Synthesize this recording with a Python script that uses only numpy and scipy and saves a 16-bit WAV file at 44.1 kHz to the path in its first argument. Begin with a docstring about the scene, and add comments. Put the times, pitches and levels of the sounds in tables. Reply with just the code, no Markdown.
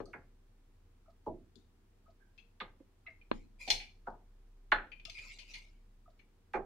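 """A dull knock of a drop on a sunroom's glass roof, over a low rumble, a faint hum and a thin hiss.
Soft clock clicks follow once a second, with bright ticks of drops and showers of hissing droplets.
Knocks and ticks are clicks and noise rung through glass resonances, delayed like bending waves, with a short room tail.
Each knock and tick also sets low sine modes of the roof swaying; showers are random impulses, filtered and patchy.
The clock is ringing noise, the rumble and hum are wavering sines, and the hiss is shaped noise."""
import sys
import numpy as np
from scipy import signal
from scipy.fft import rfft, irfft, next_fast_len
from scipy.io import wavfile
from scipy.ndimage import uniform_filter1d, map_coordinates

SR = 44100
rng = np.random.default_rng(int(sys.argv[2]) if len(sys.argv) > 2 else 0)


def digitize_waveform(pressure):
    """Quantize a signal to 16-bit integers and store it at the path in sys.argv[1].

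    Rows of a 2-D input are taken as channels; values are limited to [-1, 1].
    """
    field = np.atleast_2d(pressure).T
    bounded = np.clip(field, -1, 1)
    quanta = np.round(bounded * 32767).astype(np.int16)
    wavfile.write(sys.argv[1], SR, quanta)


N = 293265  # length [samples]

# Dull knocks of drops: (time [s], relative level [dB], body tone [Hz], second tone [Hz], top tone [Hz],
# fall below the body tone [dB per octave], step down above the top tone [dB], pane t60 [s],
# distance [m], left over right [dB])
DULL_KNOCKS = [(0.0, -42.5, 372, 494, 1180, 3.5, 0, 0.04, 0.75, 4.5),
               (.139, -47, 1414, 1680, 2200, -2, 36, 0.062, 5.3, -0.5),
               (1.265, -36.5, 347, 656, 955, 0.5, 31.5, 0.15, 2.7, -2.5),
               (1.557, -64, 244, 387, 450, 4.5, 28, 0.17, .8, 8),
               (2.607, -43, 1210, 2130, 3780, 1, 27.5, 0.076, 3.4, 0),
               (2.802, -63.5, 300, 510, 610, 2, 4, 0.081, 0.49, -3.5),
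               (3.314, -33.5, 260, 1080, 3600, 2, 28.5, 0.014, .03, 1.5),
               (3.675, -44, 810, 730, 880, 2.5, 27.5, 0.34, 1.7, 0.5),
               (4.072, -41.5, 908, 710.6, 1484, 2, 23, 0.06, 3.06, 1.5),
               (4.722, -24, 1433, 1745, 4037, 6, 13, 0.045, 2.7, -0.5),
               (6.54, -33.5, 791, 376, 2388, 3.5, 13, 0.2, 3.2, -4)]
# Bright ticks of drops; the first, at 0.056 s, is a clock tick: (time [s], relative level [dB], pitch [Hz],
# treble lift [dB], pane t60 [s], distance [m], left over right [dB])
BRIGHT_TICKS = [(0.056, -69, 4620, -1, 0.03, 0.33, -0.5), (1.557, -71.5, 3770, 1, 0.029, .8, 16),
                (2.204, -77, 1610, -21, 0.48, 4, -9), (2.378, -61.5, 2630, -6, 0.12, 0.41, 11),
                (3.07, -48, 2120, -18, 0.088, 4.2, 3.5), (3.213, -66.5, 2450, -16, 0.069, .6, 2),
                (3.677, -43, 2360, 10.5, 0.13, 0.59, 1), (3.702, -26.5, 2305, 17, 0.074, 0.22, 1.5),
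                (3.796, -47.5, 2370, 1.5, 0.27, 0.34, 1), (4.919, -51.5, 2465, -13.5, 0.093, 1.7, 9),
                (4.997, -59.5, 2445, -8, 0.038, 0.28, 3), (5.054, -50, 2744, 5.5, 0.024, 1.5, 8.5),
                (5.097, -50.5, 2545, 8.5, 0.041, 0.17, 2.5), (5.182, -50, 2420, -4.5, .15, .6, 2),
                (5.387, -53, 2445, 9.5, 0.18, .4, 8), (5.541, -49, 2375, 8.5, 0.18, 2.5, 1.5),
                (6.197, -66.5, 2280, -2.5, 0.077, 4, 2.5)]
# Resonances of the glazing that every knock and tick wakes: (frequency [Hz], relative level [dB])
GLAZING_MODES = [(377, -4.5), (514, -1.5), (842, 3.5), (1260, -6), (1382, -10.5), (1576, 3.4), (1713, -0.2),
                 (1941, -1.5), (2147, -1.5), (2454, 0), (2799, -2.5), (3056, -5.5), (3462, 5), (4236, 9),
                 (4874, -4), (5572, 0), (6272, 9)]
# Broad spectrum of a typical tick: (frequency [Hz], level [dB per Hz])
TICK_SPECTRUM = [(100, -3), (800, -27), (1200, -28), (1750, -17), (2300, -2), (3000, -3.5), (6300, -17),
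                 (8000, -28), (12000, -35), (16000, -46.5)]
# Tones of a tick: (multiple of its pitch [ratio], relative level [dB])
TICK_PARTIALS = [(1, 2.5), (1.25, -4.5), (1.86, -0.5)]
# Left-right likeness of a distant strike: (frequency [Hz], likeness [-1 to 1])
STRIKE_LIKENESS = [(100, 1), (800, 0.89), (2000, 0.3), (5000, 0.29), (12000, .2)]
# Decay of the room: (frequency [Hz], t60 [s])
ROOM_DECAY = [(100, 0.66), (400, 0.32), (1400, 0.25), (4000, 0.34), (12000, 0.65)]
# The small room booms in the bass and is hollow just above it: (frequency [Hz], gain [dB])
ROOM_BOOM = [(45, -12), (92, 2.5), (150, -3.5), (210, 0.5)]
# Rumble swelling and sinking: (time [s], relative level [dB])
RUMBLE_LEVEL = [(0.2, -66), (2.95, -69), (3.45, -61.5), (5.73, -63), (6.5, -67.5)]
# Spectrum of the steady hiss: (frequency [Hz], level [dB per Hz])
HISS_SPECTRUM = [(29, -40.5), (50, -8), (98, -1.5), (151, -20.5), (192, -10), (341, -17), (394, -13.5),
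                 (434, -29), (466, -11.5), (501, -25), (809, -24.5), (2330, -31.5), (15500, -44)]
# Stereo image of the hiss: (frequency [Hz], left-right likeness [-1 to 1])
HISS_LIKENESS = [(60, 0.89), (180, 1), (550, 0.47), (1650, 0.16), (4970, -0.11), (15000, -0.12)]
# Parts of one clock step: (delay after the step [s], frequency [Hz], width of each of two filter stages [Hz],
# relative level [dB], t60 [s])
CLOCK_PARTS = [(0.0037, 1256, 111, -64, 0.23), (.024, 659, 86, -57.5, 0.16),
               (0.048, 4400, 2100, -74, 0.077)]
# Showers of fine droplets: (time [s], relative level [dB], treble [dB], rise [s], hold [s], release t60 [s])
SHOWERS = [(3.313, -67.5, -5, 0.031, 0.029, 0.33), (3.581, -56, 3.5, .03, 0.055, 0.23),
           (3.672, -46.5, 2, .035, .02, .22), (5.043, -55, -4, 0.14, 0.086, 0.94),
           (5.432, -57.5, -1.5, 0.09, 0.044, 0.36)]
# Broad spectrum of a shower: (frequency [Hz], level [dB per Hz])
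SHOWER_SPECTRUM = [(290, -40), (500, -17.5), (781, -22), (982, -15.5), (1170, -36.5), (1270, -20),
                   (1580, -31.5), (2360, -3), (3680, -18), (4980, -14), (5510, -16.5), (7030, -20),
                   (10800, -31.5), (15500, -39)]
# Resonances under a shower: (frequency [Hz], width before halving [Hz], unused);
# every resonance gets the same level, mode_db
SHOWER_MODES = [(2160, 230, 0), (3720, 120, -11), (4150, 130, -10), (4910, 200, -11), (6067, 120, -17),
                (6800, 76, -17), (7163, 190, -18)]

BEND_S_PER_M = 0.0031  # lag of the bending waves along the glass
NEAR_M = 0.23  # strikes nearer than about this differ more between left and right
TICK_HZ = 2580  # pitch at which TICK_SPECTRUM applies unshifted
SWAY_CEILING_DB = -29  # strikes above this level all sway the roof alike
TOP_HZ = 15800  # upper band limit


def amp(db):
    """Decibels to gain."""
    return 10 ** (np.asarray(db) / 20)


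def unit(x):
    """x at rms 1."""
    return x / np.sqrt(np.mean(x ** 2) + 1e-20)


def along(points, hz):
    """(Hz, value) points read on a log frequency axis."""
    f, values = np.transpose(points)
    return np.interp(np.log(hz + 1), np.log(f + 1), values)


def filtered(x, response):
    """x times a complex response of frequency, padded with silence."""
    n = x.shape[-1]
    padded = 2 * next_fast_len(n // 2 + SR // 10)
    spectrum = rfft(x, padded) * response(np.fft.rfftfreq(padded, 1 / SR))
    return irfft(spectrum, padded)[..., :n]


def causal(gain):
    """Minimum-phase response with this gain: it rings only after the blow."""
    cepstrum = irfft(np.log(np.maximum(gain, 1e-7)))
    half = len(cepstrum) // 2
    cepstrum[1:half] *= 2
    cepstrum[half + 1:] = 0
    return np.exp(rfft(cepstrum))


def resonance(f, hz, width_hz):
    """One damped mode, gain 1 at its centre."""
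    return 1j * f * width_hz / (hz * hz - f * f + 1j * f * width_hz)


def stereo(pair, likeness):
    """Blend two signals into left and right of a given likeness at each frequency."""
    def mid_side(f):
        turn = np.arccos(np.clip(along(likeness, f), -1, 1)) / 2
        return np.array([np.cos(turn), np.sin(turn)])

    mid, side = filtered(pair, mid_side)
    return np.array([mid + side, mid - side])


def add(track, s, sound):
    """Mix a sound in at time s, or at the start if s is negative."""
    part = track[..., max(round(s * SR), 0):][..., :sound.shape[-1]]
    part += sound[..., :part.shape[-1]]


def room_tail(t, build_s):
    """Reflections build up, then each frequency dies at its own speed."""
    hz, when, z = signal.stft(rng.standard_normal((2, len(t))), SR, nperseg=256)
    decay = amp(-60 * when / along(ROOM_DECAY, hz)[:, None])
    tail = signal.istft(z * decay, SR, nperseg=256)[1]
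    return tail[:, :len(t)] * (1 - np.exp(-t / build_s))


def pane_colour(f, shape_db, tones, tone_width_hz, glass_db, glass_width_hz):
    """Gain of a struck pane: a broad spectrum, the glazing's resonances and the tones of the spot hit."""
    shared = sum(np.abs(amp(glass_db + db) * resonance(f, hz, glass_width_hz)) ** 2
                 for hz, db in GLAZING_MODES)
    own = sum(np.abs(amp(db) * resonance(f, hz, tone_width_hz + hz / 50) ** 2) ** 2 for hz, db in tones)
    return unit(amp(shape_db + along(ROOM_BOOM, f)) * np.sqrt(1 + shared + own))


def strike(colour, t60, distance, pan_db, ring_hz, treble_t60, room_db, click_db, scatter):
    """A click reaches the ear through the pane, then its crowd of modes rings and the room answers."""
    t, early = np.arange(SR * 2 // 5) / SR, slice(SR // 40)
    lag, farness = BEND_S_PER_M * distance, distance / (distance + NEAR_M)
    # The farther the bending waves have come, the more softly the ring sets in.
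    fade = amp(-60 * t / t60) * (1 - np.exp(-t / (0.0009 + scatter * lag)))
    fade /= np.sqrt(np.mean(fade[early] ** 2))
    ring = fade * rng.standard_normal((2, len(t)))
    tap = ring + amp(room_db) * room_tail(t, build_s=0.0056)
    # Everything above the main ring dies sooner.
    low = filtered(tap, lambda f: 1 / (1 + (f / ring_hz) ** 4))
    treble = (tap - low) * amp(-60 * t / treble_t60)
    tap = stereo(low + treble, np.array(STRIKE_LIKENESS) * [1, farness])
    # The nearer the strike, the later its first click falls on the left than on the right.
    apart = round((1 - farness) ** 2 * 0.0012 * SR)
    tap[[0, 1], [SR // 1000 + apart, SR // 1000]] += amp(click_db) * np.sqrt(early.stop)

    def bending_delay(f):
        # Bending waves in glass travel as the root of frequency, so the bass arrives late.
        return np.exp(-2j * np.pi * f * lag * 2 * np.sqrt(700 / (f + 200)))

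    tap = filtered(tap, lambda f: causal(colour(f)) * bending_delay(f))
    return tap * amp([[pan_db / 2], [-pan_db / 2]])


def knocks(tone_db, top_db, room_db):
    """Dull knocks: the spectrum slopes away on both sides of the body tone, rising where the fall is negative."""
    out = np.zeros((2, N))
    for s, db, body_hz, second_hz, top_hz, fall, step_db, t60, distance, pan_db in DULL_KNOCKS:
        def colour(f):
            octaves = np.log2((f + 20) / body_hz)
            above = np.maximum(np.log2((f + 20) / top_hz), 0)
            slope = fall * np.minimum(octaves, -1.93 * octaves)  # 1.93 times as steep on the treble side
            # A step at 38 dB per octave, and a roll-off of 6.5 dB per octave that goes on.
            cut = np.minimum(38 * above, step_db) + 6.5 * above
            tones = [(body_hz, tone_db), (second_hz, tone_db + 0.5), (top_hz, top_db)]
            # A damped pane has broader tones.
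            return pane_colour(f, slope - cut, tones, tone_width_hz=70 + 4.2 / t60,
                               glass_db=5.0, glass_width_hz=28)

        # Near knocks are drier.
        wet_db = room_db + 10 * np.log10(distance / (distance + NEAR_M))
        knock = strike(colour, t60, distance, pan_db, ring_hz=1.9 * body_hz, treble_t60=0.3,
                       room_db=wet_db, click_db=-10.5, scatter=0.52)
        # Start early by the nominal lag.
        add(out, s - BEND_S_PER_M * distance, amp(db) * knock)
    return out


def sway(hz, t60, rise_s, db):
    """A low mode of the roof swells after each knock and tick, as strongly as it hits, up to a ceiling."""
    out, t = np.zeros(N), np.arange(2 * SR) / SR
    for s, strike_db, *_ in DULL_KNOCKS + BRIGHT_TICKS:
        swing = np.sin(2 * np.pi * hz * t + rng.uniform(0, 2 * np.pi))
        decay = amp(db + min(strike_db, SWAY_CEILING_DB) - 60 * t / t60)
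        add(out, s, decay * (1 - np.exp(-t / rise_s)) ** 2 * swing)
    return out


def drift(rate_hz):
    """A smooth random curve through values drawn at this rate."""
    return map_coordinates(rng.standard_normal(40), [np.arange(N) * rate_hz / SR], mode="mirror")


def wavering_tone(hz, turns, depth_db):
    """A sine whose level and phase drift at random."""
    level = amp(depth_db * drift(rate_hz=1.7))
    cycles = hz * np.arange(N) / SR + turns * drift(rate_hz=2.3)
    return unit(level * np.sin(2 * np.pi * cycles))


def background(hiss_db, rumble_db, hum_db):
    """A low rumble and a faint hum, both wavering sines, and a thin steady hiss of shaped noise."""
    s, level_db = np.transpose(RUMBLE_LEVEL)
    rumble_level = np.interp(np.arange(N) / SR, s, level_db)
    rumble = amp(rumble_level + rumble_db) * wavering_tone(hz=31.4, turns=0.17, depth_db=2.0)
    hum = amp(hum_db) * wavering_tone(hz=86.0, turns=0.12, depth_db=4.5)
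    noise = stereo(rng.standard_normal((2, N)), HISS_LIKENESS)
    hiss = unit(filtered(noise, lambda f: amp(along(HISS_SPECTRUM, f))))
    return rumble + hum + amp(hiss_db) * hiss


def clock(first_s, db):
    """Once a second the movement steps: a light click, then the hand settles and the case answers lower."""
    out, t = np.zeros((2, N)), np.arange(SR // 4) / SR
    for s in np.arange(first_s, N / SR, 1):
        for delay, hz, width_hz, level_db, t60 in CLOCK_PARTS:
            noise = rng.standard_normal((2, len(t)))
            ring = unit(filtered(noise, lambda f: resonance(f, hz, width_hz) ** 2))
            fade = amp(db + level_db - 60 * t / t60) * (1 - np.exp(-t / 0.0016))
            add(out, s + delay, ring * fade)
    return stereo(out, [(1000, 0.77)])


def ticks(tone_db, tone_loss):
    """Bright ticks: one spectrum moved to each pitch; harder contact gives more treble and less tone."""
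    out = np.zeros((2, N))
    for s, db, pitch_hz, treble_db, t60, distance, pan_db in BRIGHT_TICKS:
        def colour(f):
            # The treble lift comes in over the octave above the pitch.
            lift = treble_db * np.clip(np.log2((f + 1) / pitch_hz), 0, 1)
            shape = along(TICK_SPECTRUM, f * TICK_HZ / pitch_hz) + lift
            tones = [(ratio * pitch_hz, tone_db - tone_loss * treble_db + level)
                     for ratio, level in TICK_PARTIALS]
            return pane_colour(f, shape, tones, tone_width_hz=130, glass_db=6.5, glass_width_hz=26)

        tick = strike(colour, t60, distance, pan_db, ring_hz=1.6 * pitch_hz, treble_t60=0.5,
                      room_db=-2.0, click_db=-17, scatter=0.25)
        add(out, s - BEND_S_PER_M * distance, amp(db) * tick)
    return out


def spatter(rate_hz, ring_db, spray_db, patchy_db, mode_db):
    """Tiny droplets hiss on the glass in shifting patches and keep it ringing; showers rise, hold and die."""
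    out, t = np.zeros((2, N)), np.arange(N) / SR
    hits = (rng.random((2, N)) < rate_hz / SR) * rng.standard_normal((2, N))
    z = signal.stft(stereo(hits, [(1000, 0.24), (6000, 0.2)]), nperseg=512)[2]
    # Smoothed random gains over frequency and time make the patches.
    patches = uniform_filter1d(rng.standard_normal(z.shape[1:]), size=3, axis=0)
    patches = uniform_filter1d(patches, size=9, axis=1)
    hits = signal.istft(z * amp(patchy_db * unit(patches)), nperseg=512)[1][:, :N]
    ring = unit(filtered(hits, lambda f: resonance(f, 2420, 510) ** 2))

    def spray_gain(f):
        modes = sum(np.abs(amp(mode_db) * resonance(f, hz, width_hz / 2)) ** 2
                    for hz, width_hz, _ in SHOWER_MODES)
        return amp(along(SHOWER_SPECTRUM, f)) * np.sqrt(1 + modes)

    spray = unit(filtered(hits, spray_gain))
    body = filtered(spray, lambda f: 1 / (1 + (f / 8000) ** 6))  # the treble starts at 8 kHz
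    for s, db, treble_db, rise_s, hold_s, t60 in SHOWERS:
        release = np.maximum(t - s - rise_s - hold_s, 0)
        flow = np.clip((t - s) / rise_s, 0, 1) ** 2 * amp(db - 60 * release / t60)
        hiss = body + amp(treble_db) * (spray - body)
        out += flow * (amp(ring_db) * ring + amp(spray_db) * hiss)
    return out * amp([[1], [-1]])  # a little to the left


def scene():
    """Knocks, ticks, roof, showers, clock and background together."""
    taps = knocks(tone_db=8.5, top_db=4.5, room_db=-0.5) + ticks(tone_db=12.5, tone_loss=0.3)
    roof = sway(hz=27.7, t60=0.4, rise_s=0.03, db=-3.5) + sway(hz=90.0, t60=0.48, rise_s=0.025, db=-30)
    showers = spatter(rate_hz=3500, ring_db=-13, spray_db=2, patchy_db=6.5, mode_db=6.5)
    steady = background(hiss_db=-70, rumble_db=2.5, hum_db=-81)
    return taps + roof + showers + clock(first_s=0.053, db=-2.5) + steady


def record(dry):
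    """Remove everything above the band limit."""
    return filtered(dry, lambda f: f < TOP_HZ)


dry = scene()
out = record(dry)
digitize_waveform(out)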